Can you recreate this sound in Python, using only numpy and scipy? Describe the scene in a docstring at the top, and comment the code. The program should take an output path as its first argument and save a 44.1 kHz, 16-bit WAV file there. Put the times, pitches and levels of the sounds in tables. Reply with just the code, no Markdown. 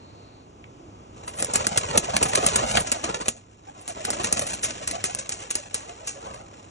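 """A fenced back yard, with a small flock of pigeons close to a hand-held stereo microphone.
One bird coos over a low outdoor hum, then the flock takes off twice. Wing tips clap together,
feathers rustle through each stroke and push puffs of air, and the flight feathers hoot softly
as the birds climb away. The ground, the reed fence and the walls return short echoes."""
import sys
import numpy as np
from scipy import signal
from scipy.fft import rfft, irfft
from scipy.io import wavfile
from scipy.ndimage import map_coordinates

SR = 44100
rng = np.random.default_rng(int(sys.argv[2]) if len(sys.argv) > 2 else 0)


def waveform_to_disk(signal):
    """Save audio, clipped to [-1, 1], as 16-bit WAV at the path in sys.argv[1]."""
    frames = np.transpose(np.atleast_2d(signal))
    scaled = np.clip(frames, -1, 1) * 32767
    samples = np.round(scaled).astype(np.int16)
    wavfile.write(sys.argv[1], SR, samples)


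N = 295470
TIME = np.arange(N) / SR

# Wings meeting. Each row: start in seconds, gap to the second slap in seconds, snap in dB,
# feather burst in dB, brightness in dB, second slap against the first in dB, slide in dB.
CLAPS = [(1.425, 0.0022, -9, -24, 11, -11, -47), (1.4463, 0.0022, -13, -23, 21, -18, -53),
         (1.5364, 0.0021, -11.5, -19.5, 25, -8, -31), (1.5565, 0.00055, -11.5, -13, 12, -2, -40),
         (1.6684, 0.0031, -5, -17, 11, -11, -44), (1.7746, 0.0031, -10, -9.5, 8.5, -6, -50),
         (1.975, 0.0031, -6, -9.5, 10, -.5, -51), (2.1654, 0.0014, -12, -22.5, 2.5, 7.5, -44),
         (2.2279, 0.0041, -4, -15.5, 10.5, 1, -52), (2.3508, 0.0033, -14, -19, 8, 2, -47),
         (2.3559, 0.00158, -5, -20, 8, -5, -47), (2.4638, 0.0015, -8, -14.5, 11, 1.5, -25.5),
         (2.5584, 0.0023, -4.5, -13.5, 8, -1, -34), (2.771, .003, -6, -12.5, -3.5, -4.5, -37),
         (2.9172, 0.0065, -12, -13.5, 9, -6, -31.5), (3.283, .0048, -6, -18.5, 8.5, -2, -44),
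         (3.8781, 0.0076, -18.5, -27.5, 11, -4.5, -46), (4.0507, .0014, -17.5, -26, 7, 4.5, -54),
         (4.1038, 0.0013, -10, -17, 16.5, -5.5, -48), (4.3263, 0.0018, -5, -18, 16, -3.5, -36),
         (4.3939, 0.0015, -8.5, -21, 13, -14, -46), (4.4668, 0.005, -31, -25.5, 13, -0.5, -39),
         (4.8745, 0.0023, -20, -22.5, 12, 3, -32), (4.9117, 0.0029, -15, -23, 9, -14, -51),
         (5.04, 0.0016, -15.5, -18.5, 9.5, -1, -30.5), (5.149, 0.0069, -11.5, -30, 13, -12, -61),
         (5.292, 0.0017, -19, -23.5, 13.5, -1, -39.5), (5.505, 0.0049, -20, -21.5, 9, 1.5, -36),
         (5.5539, 0.0025, -8.5, -20.5, 12.5, -3.5, -34), (5.7425, .0022, -19, -22, 13, 3.5, -33.5),
         (6.0728, 0.00071, -26, -25, 15, -5, -35)]
# Spectra of pushed air and of flexing feather vanes. Each row: frequency in Hz, level in dB.
AIR = [(20, -57), (40, -4.5), (70, -2.5), (120, -5), (190, 0), (350, -5), (560, 0.5), (750, 1.5),
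       (950, 3.5), (1200, -1), (1500, -10.5), (2500, -55.5)]
VANES = [(500, -14.5), (1150, 3), (1800, 5.5), (2200, 6), (2700, 10), (3500, 4), (4800, 5.5), (6500, -49.5)]


def amp(db):
    return 10 ** (np.asarray(db) / 20)


def unit(x):
    return x / np.sqrt(np.mean(x ** 2) + 1e-20)


def read(points, hz):
    """A table's value at hz, joined on a log-frequency axis."""
    f, value = np.transpose(points)
    return np.interp(np.log(hz + 1), np.log(f), value)


def curve(rows):
    """Every column of a time table, at each sample."""
    s, *columns = np.transpose(rows)
    return [np.interp(TIME, s, c) for c in columns]


def add(mix, s, sound):
    part = mix[..., max(round(s * SR), 0):][..., :sound.shape[-1]]
    part += sound[..., :part.shape[-1]]


def wander(hz):
    """Random drift of rms 1, up to about hz changes a second."""
    f = np.fft.rfftfreq(N, 1 / SR)
    return unit(irfft(rfft(rng.standard_normal(N)) / (1 + (f / hz) ** 4), N))


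def colour(x, spectrum, size=4096):
    """Causal filter of energy 1 with the given spectrum, rolled off outside its ends."""
    hz = abs(np.fft.fftfreq(size, 1 / SR)) + 1
    skirts = (1 + (spectrum[0][0] / hz / 2) ** 2) * (1 + (hz / spectrum[-1][0]) ** 2)
    log_gain = np.log(amp(read(spectrum, hz)) / skirts + 1e-5)
    taps = np.fft.ifft(np.exp(np.conj(signal.hilbert(log_gain)))).real[:size // 2]
    return signal.oaconvolve(x, taps[None] / np.linalg.norm(taps), axes=1)[:, :N]


def ports(pair, tone=False):
    """The microphone's two ports hear a sound shifted and partly alike; a tone is only shifted."""
    # Phase between the ports. Each row: frequency in Hz, left's lead in radians.
    port_phase = [(100, -.1), (430, -.5), (690, -2.1), (900, -3.0), (1080, -3.35), (1300, -4.3), (1550, -6),
                  (2050, -6.2), (2600, -4.2), (3050, -3.9), (3800, -5.5), (4800, -3.1), (5500, -.3),
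                  (6500, 0.6), (8000, 2.57), (9700, 3.1), (11400, 4.56)]
    # Likeness of the ports. Each row: frequency in Hz, likeness from 0 to 1.
    port_likeness = [(100, 0.96), (300, 0.87), (550, 0.5), (800, 0.77), (960, 0.95), (1100, 0.82),
                     (1380, 0.51), (1850, 0.8), (2400, 0.51), (3400, 0.41), (4800, 0.85), (5900, 1),
                     (7200, 1), (9300, 1), (11500, 0.94)]
    hz = np.fft.rfftfreq(N, 1 / SR)
    left, other = rfft(pair)
    same = 1 if tone else np.clip(read(port_likeness, hz), 0, 1)
    right = (same * left + np.sqrt(1 - same ** 2) * other) * np.exp(-1j * read(port_phase, hz))
    return irfft(np.array([left, right]), N)


def background(hum_hz=101, hum_db=-56, swell_db=0.47):
    """A low outdoor rumble with a wavering hum."""
    # The rumble's spectrum. Each row: frequency in Hz, level in dB.
    spectrum = [(20, -16), (55, 0.5), (110, 3.5), (170, -3), (300, -1), (600, -8.5), (1000, -6),
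                (1800, -26.5), (2700, -19), (4000, -28.5), (7500, -22), (9000, -34), (10500, -39),
                (12000, -78)]
    # Its rise and fall. Each row: time in seconds, level in dB.
    levels = [(0, -47), (.45, -49.5), (.8, -47), (1.2, -46), (3.5, -53.5), (3.8, -51), (4.3, -41.5),
              (5.6, -52), (6.7, -49.5)]
    rumble = colour(rng.standard_normal((2, N)), spectrum)
    rumble *= amp(curve(levels)[0] + swell_db * wander(33))
    phase = 2 * np.pi * np.cumsum(hum_hz * (1 + 0.0331 * wander(14.4))) / SR
    return ports(rumble) + amp(hum_db + 1.5 * wander(9)) * np.sin(phase)


def hiss(level_db=-57, end_s=0.49, fade_s=0.11):
    """A faint hiss that dies away at the start."""
    spectrum = [(900, 5.5), (1600, -10), (2600, -6), (3300, -16), (4300, 5), (5200, -20), (7000, -27)]
    band = colour(rng.standard_normal((2, N)), spectrum)
    return amp(level_db) * band * np.clip((end_s - TIME) / fade_s, 0, 1)


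def ticks(fade_s=0.003):
    """Light knocks among the birds: a click with a brief ring."""
    # Each row: start in seconds, ring in Hz, ring in dB, click in dB.
    knocks = [(.641, 2310, -36, -41), (2.1675, 1736, -17.5, -35)]
    ring, click = np.zeros((2, 2, N))
    t = np.arange(SR // 20) / SR
    decay = np.exp(-t / fade_s)
    for s, hz, ring_db, click_db in knocks:
        add(ring, s, amp(ring_db) * decay * np.sin(2 * np.pi * (hz * t + rng.random((2, 1)))))
        add(click, s, amp(click_db) * decay * rng.standard_normal((2, len(t))))
    return ring + colour(click, [(500, -13.5), (2500, 11), (4000, -4), (7000, -23)])


def coo(overtone_db=-16, waver=0.053):
    """One soft coo: a nearly pure, slightly rough arch of pitch."""
    # Each row: time in seconds, pitch in Hz, level in dB.
    arch = [(.72, 270, -72), (.8, 324.7, -50), (.86, 340.5, -44), (.92, 269, -55), (1.0, 240.4, -58)]
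    hz, db = curve(arch)
    phase = 2 * np.pi * np.cumsum(hz * (1 + waver * wander(90))) / SR
    sounding = (TIME > arch[0][0]) & (TIME < arch[-1][0])
    return sounding * amp(db) * (np.sin(phase) + amp(overtone_db) * np.sin(2 * phase))


def crackle(per_s, spread_db, share):
    """Tiny clicks of uneven size in a smooth hiss, like barbs snapping past each other."""
    sizes = amp(spread_db * np.minimum(rng.exponential(1, N), 4)) * (rng.random(N) < per_s / SR)
    clicks = unit(sizes * rng.choice([-1, 1], (2, N)))
    return np.sqrt(share) * clicks + np.sqrt(1 - share) * rng.standard_normal((2, N))


def shares(feather_db, bright_db, air_db):
    """Power in air, vanes and barbs; brightness moves the feather sound from vanes to barbs."""
    feather, tilt = amp(feather_db) ** 2, amp(bright_db) ** 2
    return np.array([amp(air_db) ** 2, feather / (1 + tilt), feather * tilt / (1 + tilt)])


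def wing(power, push, friction, treble):
    """A wing's push drives the air; its friction drives vanes and barbs."""
    air, vanes, barbs = np.sqrt(power)
    return colour(air * push, AIR) + colour(vanes * friction, VANES) + colour(barbs * friction, treble)


def flock(flutter_db=4, flutter_hz=45, air_trim_db=-1.66, feather_trim_db=-0.43):
    """The rest of the flock: many overlapping strokes blur into a fluttering rush."""
    # The rush. Each row: time in seconds, air in dB, feathers in dB.
    rush = [(1.1, -48.5, -54), (1.22, -45.5, -51.5), (1.6, -37, -37.5), (2.05, -34, -39),
            (2.44, -32.5, -33.5), (2.66, -35.5, -35.5), (2.78, -26, -35), (2.85, -39, -39.5),
            (3.14, -35.5, -41.5), (3.34, -55, -58.5), (3.55, -64, -61), (3.75, -49, -54),
            (4.04, -43.5, -39.5), (4.14, -37.5, -40), (4.3, -33.5, -37.5), (4.59, -43.5, -42),
            (4.75, -48, -40.5), (5.28, -43, -44), (5.9, -48.5, -49), (6.25, -45, -50.5), (6.43, -45.5, -55),
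            (6.7, -52.5, -54.5)]
    # A duller rustle, with little treble above about 8 kHz. Each row: frequency in Hz, level in dB.
    dull_barbs = [(3600, -39), (5200, 5), (6500, 3), (7500, 11), (8400, -3.5), (9300, -5), (11000, -32),
                  (12000, -67)]
    air_db, feather_db = curve(rush)
    stirring = np.clip((TIME - rush[0][0]) * 10, 0, 1)  # silent until the first wings open
    flutter = unit(amp(flutter_db * np.minimum(wander(flutter_hz), .5)))  # even beats, deep gaps
    power = shares(feather_db + feather_trim_db, 0, air_db + air_trim_db) * (flutter * stirring) ** 2
    clumps = unit(amp(3.5 * np.minimum(wander(300), 1.3)))  # feathers catch on each other
    push = rng.standard_normal((2, N))
    return wing(power, push, clumps * crackle(per_s=1000, spread_db=2, share=0.67), dull_barbs)


def away(s):
    """How far the birds have climbed from the microphone at a moment."""
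    # Each row: time in seconds, distance from 0 (close by) to 1 (gone).
    climb = [(4.4, 0.061), (5.8, 0.58)]
    return np.interp(s, *np.transpose(climb))


def air_loss_db(s):
    """Less of each puff reaches the microphone as the birds leave."""
    return -10.5 * away(s)


def sweep(s, swell_s, fade_s, feather_db, air_db, lead_s=.15):
    """Start time and power of one wing movement, which swells to its peak at s and fades."""
    t = np.arange(SR // 2) / SR - lead_s
    bright_db = 1 + 0.46 * (feather_db - air_db)  # mostly friction is bright, mostly air is dull
    envelope = np.exp(2 * np.minimum(t / swell_s, -t / fade_s))
    return s - lead_s, shares(feather_db, bright_db, air_db)[:, None] * envelope


def strokes(air_trim_db=.5, feather_trim_db=0.06, fade_s=0.0145):
    """Close wing strokes, and wings sliding apart after a clap: turbulent air, crackling feathers."""
    # The loudest strokes. 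Each row: peak in seconds, swell in seconds, feathers in dB, air in dB.
    beats = [(1.278, 0.0018, -34.5, -32.5), (1.397, 0.014, -30.5, -32.5), (1.425, 0.0042, -36, -28.5),
             (1.502, 0.014, -38, -29.5), (1.55, 0.007, -26.5, -27.5), (1.61, 0.047, -33.5, -28.5),
             (1.648, 0.0067, -33, -32.5), (1.723, 0.017, -36, -29.5), (1.812, 0.0067, -35, -33),
             (1.835, 0.0071, -34, -30.5), (1.76, 0.0027, -31, -24.5), (1.908, 0.025, -32, -28.5),
             (1.957, 0.017, -32, -21), (2.04, 0.0022, -28, -30.5), (2.097, 0.003, -30.5, -28),
             (2.142, 0.0062, -26, -22), (2.216, 0.0032, -29.5, -20), (2.256, 0.0053, -26.5, -25),
             (2.286, .005, -27, -41), (2.335, 0.0057, -26.5, -23), (2.375, 0.0017, -23, -19),
             (2.44, 0.014, -27, -21), (2.477, 0.0045, -30, -27.5), (2.542, 0.027, -30, -26),
             (2.594, 0.023, -27, -22.5), (2.639, 0.015, -31, -20.5), (2.717, 0.046, -27, -30.5),
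             (2.753, 0.0091, -24.5, -22), (2.775, 0.0023, -28, -20), (2.805, 0.0079, -31, -34.5),
             (2.872, .003, -29.5, -34.5), (3.04, 0.0013, -24.5, -25), (3.098, 0.024, -32, -26.5),
             (3.143, 0.0017, -25.5, -23), (3.212, 0.0081, -30, -28), (3.26, 0.0053, -33.5, -32),
             (3.373, .01, -47, -54), (3.69, 0.0074, -55, -59), (3.815, 0.011, -46.5, -48),
             (3.97, 0.0081, -50, -34), (3.901, 0.0062, -35, -51), (4.082, 0.0039, -42, -29),
             (4.133, 0.0044, -26.5, -28), (4.199, 0.0043, -31, -26.5), (4.245, 0.0085, -22, -27.5),
             (4.272, 0.0028, -29, -31), (4.369, 0.0023, -22, -28), (4.418, 0.0068, -29, -31),
             (4.502, 0.0057, -26, -35), (4.536, 0.0035, -27, -31.5), (4.635, 0.003, -21, -36),
             (4.651, 0.0073, -26.5, -35), (4.707, 0.027, -33, -34), (4.77, 0.021, -53, -40),
             (4.83, 0.0069, -36.5, -34.5), (4.954, 0.011, -35.5, -35), (5.053, 0.0031, -23, -39),
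             (5.11, .015, -37, -42), (5.188, 0.0013, -25, -38), (5.321, 0.0016, -26, -36.5),
             (5.423, 0.04, -37, -43), (5.75, 0.0035, -28, -40), (5.901, 0.11, -47.5, -43.5),
             (6.078, 0.0064, -26.5, -48), (6.272, 0.039, -41.5, -36.5), (6.31, 0.028, -47, -39.5),
             (6.345, 0.0097, -42, -40), (6.41, 0.061, -49, -43)]
    # Sliding barbs. Each row: frequency in Hz, level in dB.
    barbs = [(3600, -22.5), (5200, 4.5), (6500, 10), (7400, 9), (8200, 13), (9200, -3), (11000, -32),
             (12000, -61), (16000, -79)]
    slide_after_s, slide_swell_s, slide_fade_s = 0.008, 0.0029, 0.036
    power = np.zeros((3, N))
    for s, swell_s, feather_db, air_db in beats:
        add(power, *sweep(s, swell_s, fade_s, feather_db, air_db))
    for s, *_, slide_db in CLAPS:
        linger_s = slide_fade_s * (1 + 0.24 * away(s))  # the rustle lingers with distance
        air_db = slide_db - 3.5 + air_loss_db(s)
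        add(power, *sweep(s + slide_after_s, slide_swell_s, linger_s, slide_db, air_db))
    clumps = unit(amp(3.5 * np.minimum(wander(220), 1.2)))  # vanes catch and let go in papery clumps
    rustle = clumps * crackle(per_s=2600, spread_db=4, share=0.67)
    push = amp(air_trim_db) * rng.standard_normal((2, N))
    return wing(power, push, amp(feather_trim_db) * rustle, barbs)


def swishes(fade_s=0.012, lead_s=.15):
    """Short, grainy swells of high hiss at the very top of the treble during wing strokes."""
    # Each row: peak in seconds, swell in seconds, level in dB.
    swells = [(1.282, 0.0067, -31), (1.403, 0.019, -27), (1.45, .005, -40), (1.565, 0.0073, -31),
              (2.255, .01, -30), (2.29, 0.0088, -30), (2.376, .003, -40), (2.48, 0.048, -30),
              (2.725, 0.042, -32), (2.805, 0.014, -24.5), (2.93, 0.0055, -43), (3.04, 0.0094, -40),
              (3.148, 0.0053, -41), (3.262, .008, -41), (3.814, 0.0056, -44), (3.888, 0.0039, -33),
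              (4.245, 0.0088, -28), (4.372, 0.0055, -42), (4.42, .008, -27), (4.5, 0.023, -36),
              (4.54, 0.0088, -30), (4.642, 0.0075, -20), (5.19, 0.012, -53), (6.343, 0.0046, -46)]
    # The high hiss. Each row: frequency in Hz, level in dB.
    spectrum = [(7000, -25.5), (8300, 10), (9700, 3.5), (11000, -2.5), (11800, -36), (12500, -52)]
    level = np.zeros(N)
    t = np.arange(SR // 2) / SR - lead_s
    for s, swell_s, db in swells:
        add(level, s - lead_s, amp(db) * np.exp(np.minimum(t / swell_s, -t / fade_s)))
    return colour(level * crackle(per_s=3000, spread_db=5, share=.5), spectrum)


def thumps(swell_s=0.0103, fade_s=0.012, sag_s=.045, lead_s=.04):
    """Heavy downstrokes shove air at the microphone; the pitch sinks as the wing slows."""
    # Each row: peak in seconds, level in dB, pitch just before the peak in Hz.
    puffs = [(1.421, -32, 268), (1.497, -37, 250.4), (1.679, -32.5, 299.4), (1.724, -36, 193),
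             (1.858, -35.5, 109.4), (1.905, -29.5, 189.6), (1.981, -26, 249), (2.148, -33, 258.6),
             (2.22, -28.5, 329.2), (2.264, -28.5, 168.7), (2.386, -25.5, 378.5), (2.44, -27.5, 442.4),
             (2.627, -28.5, 320.4), (2.783, -31, 268.7), (2.815, -27, 162.4), (3.1, -32.5, 299),
             (3.21, -36, 309), (4.108, -38, 301), (4.25, -31, 290), (4.331, -38, 216.3),
             (4.401, -36.5, 338), (4.919, -38, 402)]
    out = np.zeros(N)
    t = np.arange(SR // 8) / SR - lead_s
    shape = np.exp(-(t / np.where(t < 0, swell_s, fade_s)) ** 2)
    eddies = np.exp(0.246 * wander(157))
    for s, db, hz in puffs:
        pitch = hz * np.exp(-(t + swell_s / 2) / sag_s) * eddies[int(s * SR):][:len(t)]
        phase = 2 * np.pi * (np.cumsum(pitch) / SR + rng.random())
        add(out, s - lead_s, amp(db) * shape * np.sin(phase))
    return ports(np.array([out, out]), tone=True)


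def claps(scatter_s=.0003, snap_trim_db=-3.3, burst_trim_db=0.5):
    """Wings meet in two slaps, each a pressure pulse, a dry crack and a burst of feather noise."""
    # The hard treble of wings meeting. Each row: frequency in Hz, level in dB.
    treble = [(3400, -21), (5200, -2.5), (6500, 1), (8400, 9), (9700, 6.5), (11400, -10), (12400, -42)]
    crack_fade_s, crack_db = .0008, -5  # the stiff quills meet first
    burst_fade_s, puff_db = 0.0057, -10  # then the feathers, squeezing out a puff of air
    power, pulses = np.zeros((3, N)), np.zeros((3, 2, N))
    t = np.arange(SR // 10) / SR
    for s, gap, snap_db, burst_db, bright_db, second_db, _ in CLAPS:
        bands = shares(0, bright_db, puff_db + air_loss_db(s))[:, None]
        for at, db in ((s, 0), (s + gap, second_db)):
            burst = amp(burst_db + burst_trim_db + db) * np.exp(-t / burst_fade_s)
            crack = amp(snap_db + crack_db + db) * np.exp(-t / crack_fade_s)
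            add(power, at, bands * (burst ** 2 + crack ** 2))
            pulse = amp(snap_db + db) * np.sqrt(bands * SR * .0005)  # half a millisecond's energy
            stray = rng.uniform(-0.81, 1)  # the second channel strays in time and sign
            add(pulses[:, 0], at, pulse)
            add(pulses[:, 1], at + scatter_s * stray, pulse * np.sign(stray))
    contact = crackle(per_s=6600, spread_db=3.5, share=0.55)
    snap = sum(colour(band, spectrum) for band, spectrum in zip(pulses, (AIR, VANES, treble)))
    return amp(snap_trim_db) * snap + wing(power, contact, contact, treble)


def reflection(x, delay_s, sway, sway_hz):
    """One return, over a path that changes as the birds move."""
    at = np.arange(N) - SR * delay_s * np.exp(sway * wander(sway_hz))
    return np.array([map_coordinates(side, [at], order=3) for side in x])


def comb(x, strength, **path):
    """A close reflection joins the direct sound in a sweeping comb of peaks."""
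    return (x + strength * reflection(x, **path)) / np.hypot(1, strength)


def fence(x, delay_s=.008, echoes_per_s=2000):
    """Scattered echoes off the reed fence and walls, each band dying at its own speed."""
    # The yard's decay. Each row: frequency in Hz, seconds to fall 60 dB.
    t60 = [(100, 0.37), (700, 0.13), (3000, 0.12), (7000, 0.22), (9000, 0.062), (12000, 0.058)]
    size = SR // 2
    taps = rng.choice([-1., 1.], (2, size)) * (rng.random((2, size)) < echoes_per_s / SR)
    hz, t, bands = signal.stft(taps * (TIME[:size] > delay_s), SR, nperseg=256)
    tail = signal.istft(bands * amp(-60 * t / read(t60, hz)[:, None]), SR, nperseg=256)[1]
    return signal.fftconvolve(x, tail / np.linalg.norm(tail[0]), axes=1)[:, :N]


def hoots(trim_db=-0.6, flutter=0.5, overtone_db=-19, slope_db=-2):
    """Flight feathers buzz for part of a downstroke; the rough pitch glides as the wing bends."""
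    # Each row: middle in seconds, length in seconds, level in dB, pitch in Hz, glide as a share of it.
    buzzes = [(1.961, 0.055, -24.5, 590, -0.071), (2.093, 0.038, -25.5, 708, 0.19),
              (2.298, 0.052, -26.5, 758, -0.12), (2.398, .06, -28, 695, 0.31), (2.844, .06, -30.5, 718, .1),
              (2.966, 0.078, -34, 714, 0.2), (3.103, 0.041, -44, 660, -0.011), (3.358, .04, -40, 662, -.05),
              (3.687, 0.037, -37, 796, -0.047), (3.902, 0.052, -33.5, 685, -0.14),
              (4.007, 0.058, -33.5, 642, -0.14), (4.087, 0.042, -28, 748, 0.066),
              (4.168, 0.052, -34.5, 597, 0.096), (4.382, 0.059, -29, 720, -0.0011),
              (4.433, 0.044, -32.5, 548, -0.1), (4.533, .04, -50, 623, -0.063),
              (4.675, 0.071, -40, 621, 0.059), (4.82, 0.046, -35, 667, 0.12),
              (4.961, .085, -28.5, 715, 0.14), (5.1, 0.058, -33, 733, 0.13),
              (5.438, 0.052, -43.5, 531, -0.14), (5.59, .055, -38.5, 593, -0.17),
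              (5.909, .06, -35, 686, 0.096), (6.037, 0.064, -42.5, 636, -0.04), (6.18, 0.057, -40, 557, .1),
              (6.281, 0.063, -37, 789, -0.14)]
    out = np.zeros(N)
    unsteady = 1 + .048 * wander(170)
    shake = 1 + flutter * wander(112)
    for s, length, db, hz, glide in buzzes:
        progress = np.linspace(0, 1, int(length * SR))
        pitch = hz * (1 + glide * (progress - .5)) * unsteady[int(s * SR):][:len(progress)]
        phase = 2 * np.pi * np.cumsum(pitch) / SR
        overtones = sum(amp(overtone_db + slope_db * k) * np.sin((k + 2) * phase) for k in range(3))
        envelope = amp(db + trim_db) * np.sin(np.pi * progress)
        add(out, s - length / 2, envelope * (np.sin(phase) + overtones))
    return ports(np.array([out, out]) * shake, tone=True)


def scene(clap_echo_db=-18, rustle_echo_db=-15, slapback_db=-23):
    """The birds and their echoes in the yard, heard from the microphone."""
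    # the cupped wings colour every clap differently; the ground returns each rustle
    cracks = comb(claps(), strength=0.31, delay_s=0.000475, sway=0.404, sway_hz=4)
    rustle = comb(strokes() + flock(), strength=0.63, delay_s=.0022, sway=.35, sway_hz=4.95) + ticks()
    echoes = fence(amp(clap_echo_db) * cracks + amp(rustle_echo_db) * rustle)
    # the fence also gives each clap one distinct return
    echoes += amp(slapback_db) * reflection(cracks, delay_s=.017, sway=.15, sway_hz=2.5)
    noises = ports(cracks + rustle + swishes() + echoes + hiss())
    return noises + thumps() + hoots() + coo() + background()


def record(dry, ceiling=.82, edge_hz=12400):
    """The microphone's ports differ in colour; the loudest slaps are rounded off, the top is cut."""
    # Each row: frequency in Hz, left over right in dB.
    balance = [(100, -0.53), (350, -1.5), (800, -1.6), (1150, 1.2), (1600, 1.3), (2200, -0.026),
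               (8000, 0.037)]
    balance_db = read(balance, np.fft.rfftfreq(N, 1 / SR))
    heard = irfft(rfft(dry) * amp(np.array([balance_db, -balance_db]) / 2), N)
    rounded = heard / (1 + (heard / ceiling) ** 6) ** (1 / 6)
    lowpass = signal.firwin(255, edge_hz, window=("kaiser", 9), fs=SR)
    return signal.oaconvolve(rounded, lowpass[None], "same")


dry = scene()
out = record(dry)
waveform_to_disk(out)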